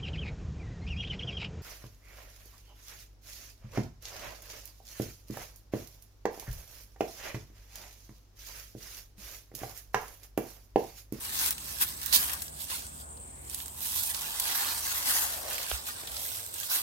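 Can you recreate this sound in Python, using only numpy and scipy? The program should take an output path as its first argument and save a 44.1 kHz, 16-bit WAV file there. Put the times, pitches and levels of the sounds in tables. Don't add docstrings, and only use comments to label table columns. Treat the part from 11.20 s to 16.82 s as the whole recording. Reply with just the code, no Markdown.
import sys
import numpy as np
from scipy import signal
from scipy.io import wavfile
from scipy.ndimage import map_coordinates

SR = 44100
rng = np.random.default_rng(int(sys.argv[2]) if len(sys.argv) > 2 else 0)


def wav_record(signal):
    frames = np.transpose(np.atleast_2d(signal))
    bounded = np.clip(frames, -1, 1)
    quanta = np.round(bounded * 32767).astype(np.int16)
    wavfile.write(sys.argv[1], SR, quanta)


N = 247834

# (frequency [Hz], relative level per Hz [dB])
AIR_COLOUR = [(25, -14), (45, -22), (70, 12.5), (110, -6.5), (170, -11), (260, -7), (400, -5), (700, -3),
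              (1200, -6), (2000, -15.5), (4000, -21.5), (7000, -29), (11000, -14), (16000, -26)]
# (frequency [Hz], likeness [-1 to 1])
AIR_LIKENESS = [(60, 0.61), (130, 1), (300, 0.13), (700, -0.71), (1400, -0.83), (4000, 0.045)]
# (time [s], cycle rate [Hz], level [dB])
ENGINE_COURSE = [(0, 13.7, -56), (1.1, 15.2, -56), (1.9, 14.5, -56), (2.4, 13.8, -57), (3.5, 12, -58.5),
                 (5, 13, -60.5), (5.62, 18, -88)]
# (multiple of the cycle rate [-], relative level [dB])
ENGINE_ORDERS = [(4, -1.5), (6, -6), (10, -10), (12, -30)]
# (time [s], frequency [Hz], level [dB])
DRONE_COURSE = [(0, 72, -55), (.6, 74, -56), (2.4, 72, -57), (3, 74, -60.5), (3.9, 75.5, -58),
                (4.8, 73, -65), (5.62, 75, -64)]
# (centre [Hz], width [Hz], level [dB])
INSECT_BANDS = [(7550, 1100, -53), (8160, 370, -52.5), (8760, 300, -53.5)]
# (time [s], tick level before trim [dB], thump level before trim [dB])
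CASE_BUMPS = [(4.5144, -25.5, -29.5), (4.835, -39, -58), (4.895, -52, -39)]
# (time [s], hold [s], level [dB], rise [s], fall [s], centre [Hz])
SLEEVE_BRUSHES = [(3.25, 0.18, -48.5, .5, 0.35, 857), (3.95, 0.13, -49.5, 0.17, .1, 756),
                  (4.26, 0.057, -45, 0.21, 0.12, 595), (4.9, 0.066, -53.5, 0.15, 0.31, 570)]
# (time [s], lag of the left port [ms])
HAND_PLACE = [(0, 0.51), (.95, 0.46), (1.2, .27), (2.6, 0.31), (3.9, -.12), (5.3, 0.41), (5.62, 0.039)]
# (time [s], hold [s], relative crackle level [dB], rise [s],
# fall [s], crisp treble lift [dB], hollow low lift [dB], ring of pressed leaves [Hz], left over right [dB])
HAND_STROKES = [(0.05, 0.28, -41.5, 0.12, 0.0054, 2, 2.5, 3020, 0),
                (0.2, 0.088, -34.5, 0.032, 0.0081, 2, 3, 3370, 0.5),
                (0.47, 0.24, -44.5, 0.1, 0.054, 1.5, -1, 5060, -4),
                (0.615, 0.015, -32.5, 0.012, 0.017, 9.5, 3, 5000, 1.5),
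                (0.84, 0.1, -41.5, 0.048, .02, 0, 1.5, 3780, -5),
                (0.929, .037, -25.5, 0.0029, 0.013, 2, -3.5, 4800, -4.5),
                (0.98, .03, -37.5, .01, 0.11, 7.5, 3.5, 4450, 0),
                (1.09, 0.057, -45.5, 0.04, 0.053, -4, 15, 5030, 0),
                (1.42, 0.0092, -42.5, 0.04, 0.034, 4, -5, 3500, -4.5),
                (1.505, 0.049, -37.5, 0.021, 0.07, -1, 0, 3300, -3),
                (1.795, .01, -51, 0.041, .025, 3.5, -14, 3300, -1),
                (2.335, .08, -47, 0.043, 0.077, 5.5, -8, 2940, -2.5),
                (2.64, 0.27, -40.5, 0.049, 0.044, 7, -5.5, 3600, -4),
                (2.94, 0.26, -39.5, .02, 0.054, 0, -3, 3386, -2.5),
                (3.22, 0.11, -36.5, .02, 0.095, -1.5, -1, 3480, -2.5),
                (3.4, 0.11, -34, 0.2, 0.068, 1.5, 3.5, 3840, -3),
                (3.68, 0.093, -36, 0.16, 0.092, 2, 2, 6400, -1),
                (3.885, 0.088, -32, 0.067, 0.17, 1, 3, 6930, 0.5),
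                (4.31, 0.24, -37, 0.053, 0.074, -3, 0.5, 2980, -3),
                (4.675, 0.01, -36.5, 0.017, 0.045, 0, -2, 4540, -1.5),
                (4.78, 0.14, -46.5, 0.069, 0.065, -2.5, 3.5, 3800, -2),
                (4.97, 0.19, -42.5, 0.075, 0.14, 4, -3.5, 3870, -3.5),
                (5.4, 0.066, -40.5, 0.059, 0.036, 1.5, -6, 3300, -4.5),
                (5.512, 0.047, -34.5, 0.02, 0.071, 4.5, 1, 3970, -2.5)]
# (frequency [Hz], relative level per Hz [dB])
LITTER_COLOUR = [(250, -11), (500, -19), (750, -9.5), (1050, -2.5), (1600, -8), (2200, -3.5), (3200, -2),
                 (6000, -1), (7300, -4), (9000, -0.5), (11000, -2), (12600, 0.5), (14500, -0.5),
                 (16000, -6)]
# (frequency [Hz], likeness [-1 to 1])
SCATTER_LIKENESS = [(250, 0.97), (700, -0.036), (1400, -0.57), (3000, -0.38), (7000, 0.15), (16000, -0.047)]
# (time [s], level [dB], ring [Hz], left over right [dB], decay [s])
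LOUD_SNAPS = [(0.1907, -25, 14500, -13, 0.0018), (0.2609, -20.5, 12800, 5, 0.0026),
              (0.307, -21.5, 13900, 0, 0.0036), (0.381, -33, 2800, -3, 0.0019),
              (0.627, -30, 10900, 10, .002), (0.8156, -34, 12600, 3, .002),
              (0.8308, -30.5, 12900, -2, .0018), (0.8605, -26, 14600, -12, 0.0057),
              (0.927, -22, 4080, -13, 0.0023), (0.948, -15.5, 13000, -7, 0.0023),
              (0.9605, -17, 13000, -13, .002), (1.0954, -31, 2000, -7, 0.0026),
              (1.1323, -29.5, 12600, 8, 0.0082), (1.2197, -29.5, 9700, 3, 0.006),
              (1.2803, -38, 5150, -4, .0022), (1.5008, -34, 4340, 6, .0015), (1.6673, -37, 8600, 2, .0018),
              (1.973, -49, 4570, 0, 0.0024), (2.2976, -33, 8550, -7, .0018),
              (2.334, -37, 11800, -10, 0.0018), (2.3455, -26.5, 10100, -5, .0025),
              (2.402, -35.5, 3100, -12, .003), (2.4597, -31.5, 8300, -9, 0.0013),
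              (2.4813, -32, 13320, -10, 0.0013), (2.8341, -24.5, 12400, -6, 0.002),
              (2.946, -25.5, 4460, -10, .003), (3.198, -21, 11900, 0, 0.0047),
              (4.3007, -30.5, 12500, 2, .0023), (4.344, -32, 7700, -14, 0.0014),
              (4.3808, -29.5, 2220, -4, 0.0022), (4.872, -36.5, 3420, 0, 0.0098),
              (4.9184, -36, 3800, -2, 0.0013), (4.966, -35, 4760, -2, 0.0076),
              (5.2631, -31, 11400, -6, .002), (5.3405, -30.5, 8500, -2, .0015),
              (5.4004, -27.5, 11800, -15, .0022), (5.432, -32, 3400, 6, 0.0023)]
# (middle delay [ms], relative level [dB])
NEAR_ECHOES = [(1.5, -14.5), (3.6, -15.5), (7.0, -13.5)]
# (centre [Hz], width [Hz], lift [dB])
PILE_BODY = [(976, 240, 3), (1656, 270, 6.5), (12800, 630, 2.5)]
# (centre [Hz], width [Hz], change [dB])
LEFT_SHADE = [(1315, 110, -23.5), (2330, 440, -10.5)]
# (centre [Hz], width [Hz], change [dB])
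RIGHT_SHADE = [(1250, 920, -4), (2100, 230, -3.5)]

SCATTER_S, SNAP_TAIL_S = .003, .011
SETTLE_DB, SETTLE_S, STILL_DB = -15.5, 0.15, -68.5
CUTOFF_HZ = 15950


def from_db(db):
    return 10 ** (np.asarray(db) / 20)


def rms_one(x):
    return x / np.sqrt(np.mean(x ** 2) + 1e-20)


def in_time(rows):
    s, *columns = np.transpose(rows)
    return [np.interp(np.arange(N) / SR, s, column) for column in columns]


def at_hz(points, hz):
    f, value = np.transpose(points)
    return np.interp(np.log(hz), np.log(f), value)


def band(x, low, high, order=2):
    sos = signal.butter(order, [low, min(high, .47 * SR)], "band", fs=SR, output="sos")
    return signal.sosfilt(sos, x + 1e-18)


def drift(rate):
    knots = rng.standard_normal(4000)
    return np.interp(np.arange(N) / SR * rate, np.arange(len(knots)), knots)


def two_ports(pair, likeness):
    c = np.clip(likeness, -.98, .98)
    shared = np.sqrt(1 + c) * pair[0]
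    opposed = np.sqrt(1 - c) * pair[1] * np.array([[1], [-1]])
    return (shared + opposed) / np.sqrt(2)


def panned(pan_db):
    gains = from_db(np.array([pan_db, -pan_db]).reshape(2, -1) / 2)
    return gains / np.sqrt(np.mean(gains ** 2, axis=0))


def add(out, s, sound):
    i = int(s * SR)
    out[:, i:i + sound.shape[-1]] += sound[..., :max(N - i, 0)]


def delayed(x, ms):
    return map_coordinates(x, [np.arange(N) - ms * SR / 1000], order=3)


def resonance(x, hz, width, size=256):
    hz, r = np.broadcast_to(hz, N), np.exp(-np.pi * width / SR)
    out, state = np.zeros_like(x), np.zeros((2, 2))
    for i in range(0, N, size):
        poles = [1, -2 * r * np.cos(2 * np.pi * hz[i] / SR), r * r]
        out[:, i:i + size], state = signal.lfilter([1, 0, -1], poles, x[:, i:i + size], zi=state)
    return out * (1 - r * r) / 2


def coloured(x, peaks):
    for hz, width, db in peaks:
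        filtered = signal.lfilter(*signal.iirpeak(hz, hz / width, fs=SR), x)
        x = x + (from_db(db) - 1) * filtered
    return x


def movements(rows):
    t, power, blend = np.arange(0, N, 32) / SR, 1e-20, 0
    for s, hold_s, db, rise_s, fall_s, *qualities in rows:
        before, after = np.maximum(s - t, 0), np.maximum(t - s - hold_s, 0)
        settling = from_db(SETTLE_DB) * np.exp(-after / SETTLE_S)
        release = np.maximum(np.exp(-after / fall_s), settling)
        own = (from_db(db) * np.exp(-before / rise_s) * release) ** 2
        power, blend = power + own, blend + np.outer(qualities, own)
    level_db = 10 * np.log10(power + from_db(STILL_DB) ** 2)
    return in_time(np.column_stack([t, level_db, *(blend / power)]))


def air(level_db=-53.0, patchy_db=3.0):
    out, white = 0, rng.standard_normal((2, 2, N))
    edges = np.geomspace(22, 17000, 18)
    for k, (low, high) in enumerate(zip(edges, edges[1:])):
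        hz = np.sqrt(low * high)
        gain = from_db(at_hz(AIR_COLOUR, hz) + patchy_db * drift(7.5))
        out = out + gain * two_ports(band(white[k % 2], low, high), at_hz(AIR_LIKENESS, hz))
    return from_db(level_db) * rms_one(out)


def engine(waver_db=2.5, low_cut_hz=47, rumble_db=-3.5):
    rate, level_db = in_time(ENGINE_COURSE)
    turn = 2 * np.pi * np.cumsum(rate) / SR
    orders = 0
    for multiple, db in ENGINE_ORDERS:
        tone = np.sin(round(multiple) * turn + rng.uniform(0, 2 * np.pi))
        orders = orders + from_db(db + waver_db * drift(5.16)) * tone
    rumble_noise = band(two_ports(rng.standard_normal((2, N)), 0.58), 100, 274)
    rumble = from_db(rumble_db) * rms_one(rumble_noise)
    hz, drone_db = in_time(DRONE_COURSE)
    drone = from_db(drone_db + waver_db * drift(5.8)) * np.sin(2 * np.pi * np.cumsum(hz) / SR)
    tones = band(from_db(level_db) * orders + drone, low_cut_hz, 550, order=4)
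    return np.sqrt(2) * tones + from_db(level_db) * rumble


def insects(pulse_hz=100, flutter_db=2.8, level_db=0.0):
    out = 0
    for hz, width, db in INSECT_BANDS:
        rasp = rng.standard_normal((2, N)) * from_db(flutter_db * drift(pulse_hz))
        voice = band(rasp, hz - width / 2, hz + width / 2, order=1)
        out = out + from_db(db + level_db) * rms_one(band(voice, 7200, 10200))
    return out


def bumps(thump_hz=64, swell_s=0.023, tick_s=0.0016, tick_top_hz=3200, pan_db=-7):
    out, t = np.zeros((2, N)), np.arange(SR // 3) / SR
    swell = (t / swell_s) ** 2 * np.exp(2 - 2 * t / swell_s)
    wobble = swell * np.sin(2 * np.pi * thump_hz * t)
    for s, tick_db, thump_db in CASE_BUMPS:
        tick = band(rng.standard_normal(len(t)) * np.exp(-t / tick_s), 210, tick_top_hz)
        tick = from_db(tick_db + 7) * tick / np.abs(tick).max()
        add(out, s, panned(pan_db) * (tick + from_db(thump_db - 4) * wobble))
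    return out


def sleeve(width_hz=420, lumpy_db=1.0, likeness=0.21):
    db, hz = movements(SLEEVE_BRUSHES)
    rub = two_ports(rng.standard_normal((2, N)), likeness) * from_db(lumpy_db * drift(60))
    scuff = resonance(resonance(rub, hz, width_hz), hz, width_hz)
    return from_db(db) * rms_one(scuff)


def pat(s=.94, swell_s=0.032, level_db=-49, low_hz=110, high_hz=420):
    age = np.maximum(np.arange(N) / SR - s, 0) / swell_s
    puff = rms_one(band(two_ports(rng.standard_normal((2, N)), 0.61), low_hz, high_hz))
    return from_db(level_db) * age * np.exp(1 - age) * puff


def reflected(x, sway=0.0722, level_db=-0.69):
    out = x.copy()
    for port in range(2):
        for ms, db in NEAR_ECHOES:
            out[port] += from_db(db) * delayed(x[port], ms * (1 + sway * drift(4)))
    return from_db(level_db) * out


def small_snaps(force_db, count=70, over_db=0.0, spread_db=7.0, strongest_db=-28,
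                low_hz=3500, high_hz=14000, pan_db=-4, decay_s=0.0021):
    rows = []
    for when, size, pitch in rng.random((count, 3)):
        db = force_db[int(when * N)] + over_db + spread_db * (2 * size - 1)
        hz = low_hz * (high_hz / low_hz) ** pitch
        rows.append((when * N / SR, min(db, strongest_db), hz, pan_db, decay_s))
    return rows


def snaps(rows, tail_db=-18, ring_db=0.0, ring_width=0.15, likeness=0.088, level_db=0.0, crack_low_hz=2000):
    out, t = np.zeros((2, N)), np.arange(SR // 16) / SR
    for s, db, hz, pan_db, decay_s in rows:
        decay = np.exp(-t / decay_s) + from_db(tail_db) * np.exp(-t / SNAP_TAIL_S)
        crack, ring = rng.choice([-1, 1], (2, 2, len(t))) * decay
        low, high = hz / (1 + ring_width), hz * (1 + ring_width)
        ring = band(ring, low, high, order=1) * np.sqrt(SR / np.pi / (high - low))
        crack = band(crack, crack_low_hz * np.sqrt(hz / 4000), 23000, order=1)
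        sound = two_ports(crack + from_db(ring_db) * ring, likeness)
        add(out, s, from_db(db + level_db) * panned(pan_db) * sound)
    return out


def flicks(force_db, count=1100, ring_s=0.011, spread_db=3.5, level_db=-9.0):
    out, t = np.zeros((2, N)), np.arange(SR // 16) / SR
    for when, pitch, size, side, left, right in rng.random((count, 6)):
        hz = 900 * 10 ** pitch
        start = np.array([[left], [right]])
        tone = np.sin(2 * np.pi * (hz * t + start)) * np.exp(-t / ring_s)
        db = force_db[int(when * N)] + level_db + spread_db * (2 * size - 1)
        add(out, when * N / SR, from_db(db) * panned(12 * side - 8) * tone)
    return out


def rustle(force_db, crisp_db, hollow_db, pan_db, per_s=1500, size_spread_db=3.0, colour_spread_db=6.5,
           direct_share=0.18, hiss_share=0.39, patchy_db=2.0, patches_per_s=22, level_db=0.0):
    lag_ms, = in_time(HAND_PLACE)
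    chance = per_s * from_db(0.44 * (force_db + 40.5)) / SR
    at = np.flatnonzero(rng.random(N) < chance)
    sizes = rms_one(from_db(size_spread_db * np.clip(rng.standard_normal(N), -2, 2)))[at]
    cracks = sizes / np.sqrt(chance[at]) * rng.choice([-1, 1], N)[at]
    fade = np.exp(-2 / (SCATTER_S * SR))
    white = rng.standard_normal((2, 2, N))
    edges = np.r_[np.geomspace(250, 2000, 9)[:-1], np.geomspace(2000, 16600, 18)]
    direct, scattered = 0, 0
    for k, (low, high) in enumerate(zip(edges, edges[1:])):
        hz = np.sqrt(low * high)
        favour = rms_one(from_db(colour_spread_db * rng.uniform(-0.97, 0.91, N)))
        clicks = np.zeros(N)
        clicks[at] = cracks * favour[at]
        energy = signal.lfilter([1 - fade], [1, -fade], clicks ** 2 + 1e-18)
        crisp_tilt = crisp_db * at_hz([(5500, 0.32), (11500, 1)], hz)
        hollow_tilt = hollow_db * at_hz([(1400, 1.0), (3200, 0.089)], hz)
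        patches_db = patchy_db * drift(patches_per_s)
        gain = from_db(force_db + at_hz(LITTER_COLOUR, hz) + crisp_tilt + hollow_tilt + patches_db)
        loudness = np.sqrt(hiss_share + (1 - min(hiss_share, 1)) * energy)
        spray = two_ports(band(white[k % 2] * loudness, low, high), at_hz(SCATTER_LIKENESS, hz))
        direct = direct + gain * band(clicks, low, high) * (-1) ** k
        scattered = scattered + gain * spray
    direct = np.array([delayed(direct, lag_ms), direct])
    share = np.clip(direct_share, 0, 1)
    mixed = np.sqrt(share) * direct + np.sqrt(1 - share) * scattered
    return from_db(level_db + 6) * panned(pan_db) * mixed


def leaves(crumple_width_hz=900, crumple_db=2.0, jerk_db=1.25, jerks_per_s=45):
    force_db, crisp_db, hollow_db, ring_hz, pan_db = movements(HAND_STROKES)
    force_db = force_db + jerk_db * drift(jerks_per_s)
    sound = reflected(rustle(force_db, crisp_db, hollow_db, pan_db) + flicks(force_db))
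    crumple = (from_db(crumple_db) - 1) * resonance(sound, ring_hz, crumple_width_hz)
    sound = coloured(sound + crumple, PILE_BODY)
    return sound + snaps(list(LOUD_SNAPS) + small_snaps(force_db))


def scene(engine_pan_db=0.0):
    far = air() + panned(engine_pan_db) * engine() + insects()
    left, right = leaves()
    near = np.array([coloured(left, LEFT_SHADE), coloured(right, RIGHT_SHADE)])
    return far + bumps() + sleeve() + pat() + near


def record(dry):
    sos = signal.ellip(12, .1, 80, CUTOFF_HZ, fs=SR, output="sos")
    return signal.sosfilt(sos, dry)


dry = scene()
out = record(dry)
wav_record(out)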